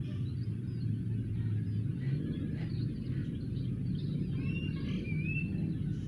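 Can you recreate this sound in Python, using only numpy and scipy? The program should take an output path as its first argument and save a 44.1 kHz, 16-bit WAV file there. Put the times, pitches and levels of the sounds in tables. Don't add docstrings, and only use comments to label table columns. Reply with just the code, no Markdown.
import sys
import numpy as np
from scipy import signal
from scipy.fft import rfft, irfft, next_fast_len
from scipy.io import wavfile
from scipy.ndimage import uniform_filter1d

SR = 44100
rng = np.random.default_rng(int(sys.argv[2]) if len(sys.argv) > 2 else 0)


def bounce(signal):
    frames = np.transpose(np.atleast_2d(signal))
    limited = np.clip(frames, -1, 1)
    pcm = np.round(limited * 32767).astype(np.int16)
    wavfile.write(sys.argv[1], SR, pcm)


N = 267775
TIME = np.arange(N) / SR


def undb(db):
    return 10 ** (np.asarray(db) / 20)


def unit(x):
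    return x / np.sqrt(np.mean(x ** 2))


def curves(table):
    times, *columns = np.transpose(table)
    return [np.interp(TIME, times, column) for column in columns]


def spectrum_db(points, hz):
    f, db = np.transpose(points)
    return np.interp(np.log(np.maximum(hz, 1)), np.log(f), db)


def noise(points):
    size = next_fast_len(N + N % 2, real=True)
    bins = rfft(rng.standard_normal(size))
    hz = np.arange(len(bins)) * SR / size
    return unit(irfft(bins * undb(spectrum_db(points, hz)), size)[:N])


def walk(rate):
    hold = max(int(SR / rate), 2)
    steps = np.repeat(rng.standard_normal(N // hold + 1), hold)
    return unit(uniform_filter1d(uniform_filter1d(steps, hold), hold)[:N])


def phase_of(hz):
    return 2 * np.pi * np.cumsum(hz) / SR


def note(start, length, time=TIME, attack=0.011):
    u = np.clip((time - start) / length, 0, 1)
    onset = np.clip((time - start) / np.minimum(attack, length / 2), 0, 1)
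    return u, onset * (1 - u ** 4)


def arc(u, first, middle, last):
    return first + (last - first) * u + (2 * middle - first - last) * 2 * u * (1 - u)


def slurs(notes, waver, flicker_db=0, wavers_per_s=250):
    out = np.zeros(N)
    unsteady = 1 + waver * walk(wavers_per_s)
    for start, length, first, middle, last, db in notes:
        span = slice(max(int(start * SR), 0), int((start + length) * SR))
        u, envelope = note(start, length, TIME[span])
        hz = arc(u, first, middle, last) * unsteady[span]
        out[span] += undb(db) * envelope * np.sqrt(2) * np.sin(phase_of(hz))
    return out * unit(undb(flicker_db * walk(wavers_per_s)))


def syrinx(hz, db, octave_db, third_db):
    phase = phase_of(hz)
    first, second, third = (np.sqrt(2) * np.sin(k * phase) for k in (1, 2, 3))
    return undb(db) * (first + undb(third_db) * third) + undb(octave_db) * second


# t/s, f/Hz, level/dB before trim
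CUCKOO_WHISTLES = [
    [(4.35, 2284, -67), (4.375, 2357, -60.5), (4.44, 2620, -54), (4.485, 2687, -47.5), (4.52, 2727, -47.5),
     (4.566, 2754, -42.5), (4.606, 2781, -49), (4.645, 2785, -45.5), (4.69, 2790, -51), (4.715, 2730, -54)],
    [(5.04, 2340, -53), (5.075, 2440, -44), (5.12, 2335, -46), (5.15, 2276, -51.5), (5.2, 2360, -46.5),
     (5.25, 2500, -45.5), (5.3, 2593, -38), (5.342, 2625, -47.5), (5.353, 2683, -35.5),
     (5.398, 2664, -36.5), (5.425, 2590, -52)],
]

def whistle(table, trim_db, octave_db, octave_fade_db, waver=0.00328, edge_s=0.0043):
    hz, db = curves(table)
    start, end = table[0][0], table[-1][0]
    u, _ = note(start, end - start)
    gate = np.clip(np.minimum(TIME - start, end - TIME) / edge_s, 0, 1)
    hz = hz * (1 + waver * walk(150))
    return gate * syrinx(hz, db + trim_db, octave_db + octave_fade_db * u ** 2, third_db=-51)


def trill(start_s=4.8425, length_s=0.197, level_db=-53.5, swing_hz=440, rough=0.026):
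    u, envelope = note(start_s, length_s, attack=0.052)
    warbles_per_s = 43 - 41 * u * length_s
    swing = np.cos(phase_of(warbles_per_s * (TIME > start_s)))
    turn = 2 * swing ** 2 - 1
    db = level_db + 1.3 * swing + 3.4 * turn + 2 * walk(400)
    centre_hz = arc(u, 2280, 2730, 2590)
    hz = centre_hz + swing_hz * (swing + 0.17 * turn)
    jitter = 1 + rough * (1 - swing) * walk(900)
    return envelope * syrinx(hz * jitter, db, db - 18, third_db=-36)


# t/s, length/s, start f/Hz, end f/Hz, level/dB; the level 4150 Hz row at 3.408 s is the
# 3.402 s tick fluttering back from the trees
CHIP_CUES = [(0.245, 0.085, 3700, 4100, -64), (0.359, .048, 4580, 4210, -71),
             (0.406, 0.046, 4140, 5100, -64), (0.801, 0.044, 4140, 4160, -60.5),
             (2.122, 0.067, 4170, 4050, -70), (2.325, 0.055, 3260, 3250, -59),
             (2.689, 0.066, 4330, 4260, -60), (2.724, 0.085, 4350, 3400, -64),
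             (2.942, 0.046, 4600, 4310, -69), (3.012, .02, 5200, 3600, -68.5),
             (3.051, 0.033, 4900, 3500, -65.5), (3.329, 0.064, 2890, 3475, -66),
             (3.408, 0.084, 4150, 4150, -70), (3.522, 0.024, 5200, 3120, -64.5),
             (3.642, 0.045, 3010, 3280, -64), (3.852, .11, 4650, 3560, -69),
             (3.947, 0.016, 2920, 3390, -61.5), (4.29, 0.1, 2980, 3150, -66),
             (4.54, 0.061, 3710, 3180, -65), (5.577, 0.017, 4100, 4000, -59.5),
             (5.71, 0.026, 4060, 3800, -68)]

def chips(arch_hz=133, steep_hz_per_s=28000):
    smooth, steep = [], []
    for start, length, first, last, db in CHIP_CUES:
        kind = steep if abs(last - first) / length > steep_hz_per_s else smooth
        kind.append((start, length, first, (first + last) / 2 + arch_hz, last, db))
    clean = slurs(smooth, waver=.013, flicker_db=2)
    return clean + slurs(steep, waver=0.045, flicker_db=5, wavers_per_s=330)


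# t/s, lowest f/Hz, level/dB
TICK_CUES = [(2.806, 4180, -54.5), (3.402, 4150, -61.5), (3.576, 3900, -70), (3.981, 3535, -52.5),
             (4.028, 4170, -61.5), (4.06, 3820, -61.5), (4.105, 3820, -58.5)]

def ticks(length_s=0.0276, dive_hz=810):
    notes = [(start, length_s, hz + dive_hz, hz, hz + dive_hz, db) for start, hz, db in TICK_CUES]
    return slurs(notes, waver=0.0076)


# t/s, length/s, centre f/Hz, level/dB, warble rate/Hz
TWITTER_CUES = [(2.74, 0.074, 4250, -65, 55), (3.558, 0.1, 4230, -65.5, 125), (3.962, 0.2, 4375, -67, 48),
                (4.713, 0.19, 4200, -66.5, 48), (4.87, 0.24, 4430, -71.5, 36)]

def twitters(swing_hz=476, stray_hz=190, uneven=0.27, throb_db=2, flicker_db=3.5):
    out = 0
    for start, length, hz, db, rate in TWITTER_CUES:
        _, envelope = note(start, length)
        swing = np.sin(phase_of(rate * (1 + uneven * walk(60))))
        tone = np.sqrt(2) * np.sin(phase_of(hz + swing_hz * swing + stray_hz * walk(350)))
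        out += envelope * undb(db - throb_db * swing + flicker_db * walk(200)) * tone
    return out


# t/s, length/s, low band f/Hz, high band f/Hz, level/dB, high band relative level/dB
RASP_CUES = [(0.02, 0.29, 2980, 5700, -68, -13), (3.223, 0.066, 3170, 6160, -66.5, -10.5),
             (5.901, 0.26, 2970, 5900, -72.5, 0)]

def rasps(width=1.35, flutter_db=1.1):
    def band(hz):
        return noise([(hz / width ** 2, -45), (hz / width, -10), (hz, 0),
                      (hz * np.sqrt(width), -5), (hz * width ** 2, -45)])

    out = 0
    for start, length, low_hz, high_hz, db, high_db in RASP_CUES:
        _, envelope = note(start, length, attack=0.035)
        hiss = band(low_hz) + undb(high_db) * band(high_hz)
        out += envelope * undb(db + flutter_db * walk(160)) * hiss
    return out


# t/s, start f/Hz, level/dB
FALL_CUES = [(0.669, 5030, -69.5), (1.655, 5020, -71.5), (2.599, 4960, -72.5), (4.19, 4990, -73)]

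def falls(length_s=.18, midway_drop_hz=185, drop_hz=766):
    notes = [(start, length_s, hz, hz - midway_drop_hz, hz - drop_hz, db) for start, hz, db in FALL_CUES]
    return slurs(notes, waver=0.0036)


# t/s, length/s, f/Hz, level/dB, jitter/fraction of pitch, tilt/dB per octave
CAW_CUES = [(-.02, 0.26, 591.6, -70, .03, -3), (1.347, 0.2, 462.6, -68.5, .022, 2),
            (4.328, 0.287, 542, -66.5, 0.01, 0), (4.756, 0.22, 565.5, -61.5, .024, -.5)]
# f/Hz, relative level/dB
CROW_FORMANTS = [(470, -6), (610, -1), (900, 0), (1120, 2.5), (1750, 0), (2200, -0.5), (2800, -9),
                 (3500, -6), (4600, -17)]

def crow(droop=.05, wander=0.011, flicker_db=4.0, harmonics=8):
    out = 0
    for start, length, hz, db, jitter, tilt_db in CAW_CUES:
        u, envelope = note(start, length)
        unsteady = 1 + jitter * walk(500) + wander * walk(50)
        phase = phase_of(hz * arc(u, 1 - droop, 1, 1 - droop) * unsteady)
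        voice = 0
        for k in range(1, harmonics + 1):
            partial_db = spectrum_db(CROW_FORMANTS, k * hz) + tilt_db * np.log2(k)
            voice += undb(partial_db + flicker_db * walk(70)) * np.sin(k * phase)
        out += undb(db + 4.4 * walk(160)) * envelope * unit(voice)
    return out


# t/s, length/s, middle f/Hz, level/dB
FAR_WHISTLE_CUES = [(0.011, 0.08, 3310, -69), (0.028, .17, 5240, -77), (0.035, 0.064, 2480, -65.5),
                    (.05, .11, 4630, -83), (.08, 0.13, 1537, -76), (.55, 0.36, 1532, -78),
                    (1.13, .2, 1550, -76), (1.35, .16, 1845, -69), (1.55, 0.13, 1650, -66),
                    (2.004, 0.12, 1944, -59), (2.09, 0.082, 1532, -70), (2.193, 0.23, 1680, -67),
                    (2.418, 0.2007, 1658, -65.5), (2.577, 0.12, 1946, -62), (3.121, .1, 1925, -65),
                    (3.13, 0.11, 1715, -67), (3.131, 0.15, 1480, -67), (4.839, 0.095, 2098, -59),
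                    (5.52, 0.056, 1810, -65), (5.84, 0.18, 1504, -71)]

def far_whistles(sag_hz=18.3):
    notes = [(start, length, hz + sag_hz, hz, hz - sag_hz, db)
             for start, length, hz, db in FAR_WHISTLE_CUES]
    return slurs(notes, waver=.02)


# peak t/s, rise/s, decay/s, level/dB, body relative level/dB
SCUFF_CUES = [(1.45, 0.04, 0.16, -74, -6), (2.079, 0.036, 0.045, -57.5, -10),
              (2.614, 0.036, 0.037, -56.5, -2), (3.16, 0.042, 0.062, -61.5, -25),
              (5.62, 0.085, 0.037, -70.5, 9.5)]
# f/Hz, relative level/dB
RUB_EQ = [(600, -20.5), (1200, -9), (1380, -12), (1540, -3.5), (1950, -1), (2230, -4), (2450, -6.5),
          (3150, -7), (3550, -20), (4150, -8.5), (5200, -29), (7500, -33), (11000, -52)]
BODY_EQ = [(200, -46), (480, 22), (850, 18), (1300, -46)]

def scuffs(grain_db=2.5):
    rub = noise(RUB_EQ) * undb(grain_db * walk(300))
    body = noise(BODY_EQ)
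    out = 0
    for peak, rise, decay, db, body_db in SCUFF_CUES:
        envelope = 1 / np.cosh(np.maximum((peak - TIME) / rise, (TIME - peak) / decay))
        out += undb(db) * envelope * (rub + undb(body_db) * body)
    return out


# f/Hz, level/dB before the fader
CHORUS_BALANCE = [(700, -75), (1000, -77), (1550, -69.5), (2000, -72.5), (2600, -69), (3400, -73.5),
                  (4400, -76.5), (5000, -90)]
# t/s, relative level/dB
CHORUS_FADER = [(0, -3), (.9, -4), (2.6, 0), (3.8, -4.5), (4.4, 3), (6.07, -2)]

def chorus(count=1500, bend=0.06, scatter_db=6, shortest_s=0.013, longest_s=0.0524):
    when, pitch, span, strength, *turns = rng.random((count, 7)).T
    low_hz, high_hz = CHORUS_BALANCE[0][0], CHORUS_BALANCE[-1][0]
    hz = low_hz + pitch * (high_hz - low_hz)
    bends_hz = hz * (1 + bend * (2 * np.array(turns) - 1))
    lengths = shortest_s + span * (longest_s - shortest_s)
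    db = spectrum_db(CHORUS_BALANCE, hz) + scatter_db * (strength ** 2 - .5)
    notes = np.column_stack([when * TIME[-1], lengths, *bends_hz, db])
    return slurs(notes, waver=.018) * undb(curves(CHORUS_FADER)[0])


# t/s, length/s, start, middle and end f/Hz, start and end level/dB,
# octave relative level/dB, throb/dB
ENGINE_CUES = [(-0.08, 2.04, 125, 113.4, 110.7, -43, -33, -19.5, 1.77),
               (.7, 0.86, 44.2, 45.05, 45, -56, -51, 3, 1.5),
               (1.78, 0.52, 129.7, 135.5, 146, -37, -41, -18, 2.2),
               (1.7, 0.41, 168, 174, 180, -42, -43, -22, 3),
               (2.099, 4.75, 46, 50.7, 52.93, -54, -48.5, -3.5, 1.5),
               (2.0, 4.45, 110.9, 114.7, 112, -46, -52, -18.5, 3.5),
               (2, 1, 143, 153, 168, -45, -43, -16.5, 3), (3.5, 2.9, 170, 183, 194, -43, -45, -19, 3),
               (2.5, 3.54, 119.9, 143.2, 156.7, -42, -39, -13, 2.5)]

def engines(fade_s=0.11, waver_per_db=0.0187):
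    out = 0
    for start, length, first, middle, last, first_db, last_db, octave_db, throb_db in ENGINE_CUES:
        u, _ = note(start, length)
        phase = phase_of(arc(u, first, middle, last) * (1 + waver_per_db * throb_db * walk(15)))
        tone = np.sqrt(2) * (np.sin(phase) + undb(octave_db) * np.sin(2 * phase))
        fade = np.minimum(np.minimum(u, 1 - u) * length / fade_s, 1)
        db = first_db + (last_db - first_db) * u + throb_db * np.minimum(walk(13), 1.4)
        out += fade * undb(db) * tone
    return out


# f/Hz, relative level/dB
RUMBLE_EQ = [(20, -26.5), (36, -30.5), (55, -11), (72, -8.5), (90, 0.5), (130, 0.5), (175, -1), (215, -6),
             (280, -9.5), (400, -20.5), (700, -70.5)]
TYRE_EQ = [(120, -20.5), (220, 1.5), (290, -2), (370, -11), (470, -15.5), (600, -27.5), (750, -46.5),
           (1200, -74.5)]
# t/s, level/dB
TYRE_FADER = [(0, -57.5), (.7, -60.5), (1.7, -51.5), (2.5, -42.5), (3.0, -48.5), (3.4, -48.5), (4.2, -47.5),
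              (6.07, -47.5)]

def traffic(surge_db=3.0, rumble_db=-38):
    tyres = undb(curves(TYRE_FADER)[0] + surge_db * walk(9)) * noise(TYRE_EQ)
    return engines() + undb(rumble_db) * noise(RUMBLE_EQ) + tyres


# f/Hz, relative level/dB
AIR_EQ = [(300, -3.5), (560, 4), (740, -1), (950, -4), (1550, 4), (2000, -1.5), (2700, 0.5), (3500, -6),
          (4400, -16), (5200, -14.5), (6500, -17.5), (7600, -20.5), (9000, -10.5), (10400, -6),
          (11400, -22.5), (16000, -27)]

def air(level_db=-69, sway_db=0.1):
    return undb(level_db - sway_db * walk(5.0)) * noise(AIR_EQ)


def trees(dry, twigs_db, tail_db, tail_t60, twigs_t60=0.12):
    t = np.arange(SR) / SR
    response = 0
    for db, t60, predelay_s in (twigs_db, twigs_t60, .003), (tail_db, tail_t60, .025):
        scatter = rng.standard_normal(SR) * undb(-60 * t / t60) * (t > predelay_s)
        response += undb(db) * scatter / np.linalg.norm(scatter)
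    return dry + signal.fftconvolve(dry, response)[:N]


def scene():
    first, second = CUCKOO_WHISTLES
    cuckoo = whistle(first, trim_db=-1.5, octave_db=-73.5, octave_fade_db=-5)
    cuckoo += whistle(second, trim_db=-2.2, octave_db=-78, octave_fade_db=-10)
    birds = trees(cuckoo, twigs_db=-6.5, tail_db=-12.5, tail_t60=0.83, twigs_t60=0.19)
    birds += trees(trill(), twigs_db=-7, tail_db=-9, tail_t60=0.55, twigs_t60=0.24)
    birds += trees(falls(), twigs_db=-8, tail_db=-15, tail_t60=0.8)
    birds += trees(chips() + ticks() + rasps(), twigs_db=-3.5, tail_db=-9.5, tail_t60=0.74)
    birds += trees(twitters(), twigs_db=0.5, tail_db=-9, tail_t60=0.4)
    birds += trees(chorus(), twigs_db=-2, tail_db=-14.5, tail_t60=0.46, twigs_t60=0.13)
    birds += trees(crow() + far_whistles(), twigs_db=-2, tail_db=-5, tail_t60=0.45, twigs_t60=0.23)
    return (birds + scuffs() + traffic() + air())[None]


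def record(dry, fade_s=.004, top_hz=15800):
    fade = np.clip(np.minimum(TIME, TIME[-1] - TIME) / fade_s, 0, 1)
    high_cut = signal.ellip(8, .2, 80, top_hz, fs=SR, output="sos")
    return signal.sosfilt(high_cut, dry * fade)


dry = scene()
out = record(dry)
bounce(out)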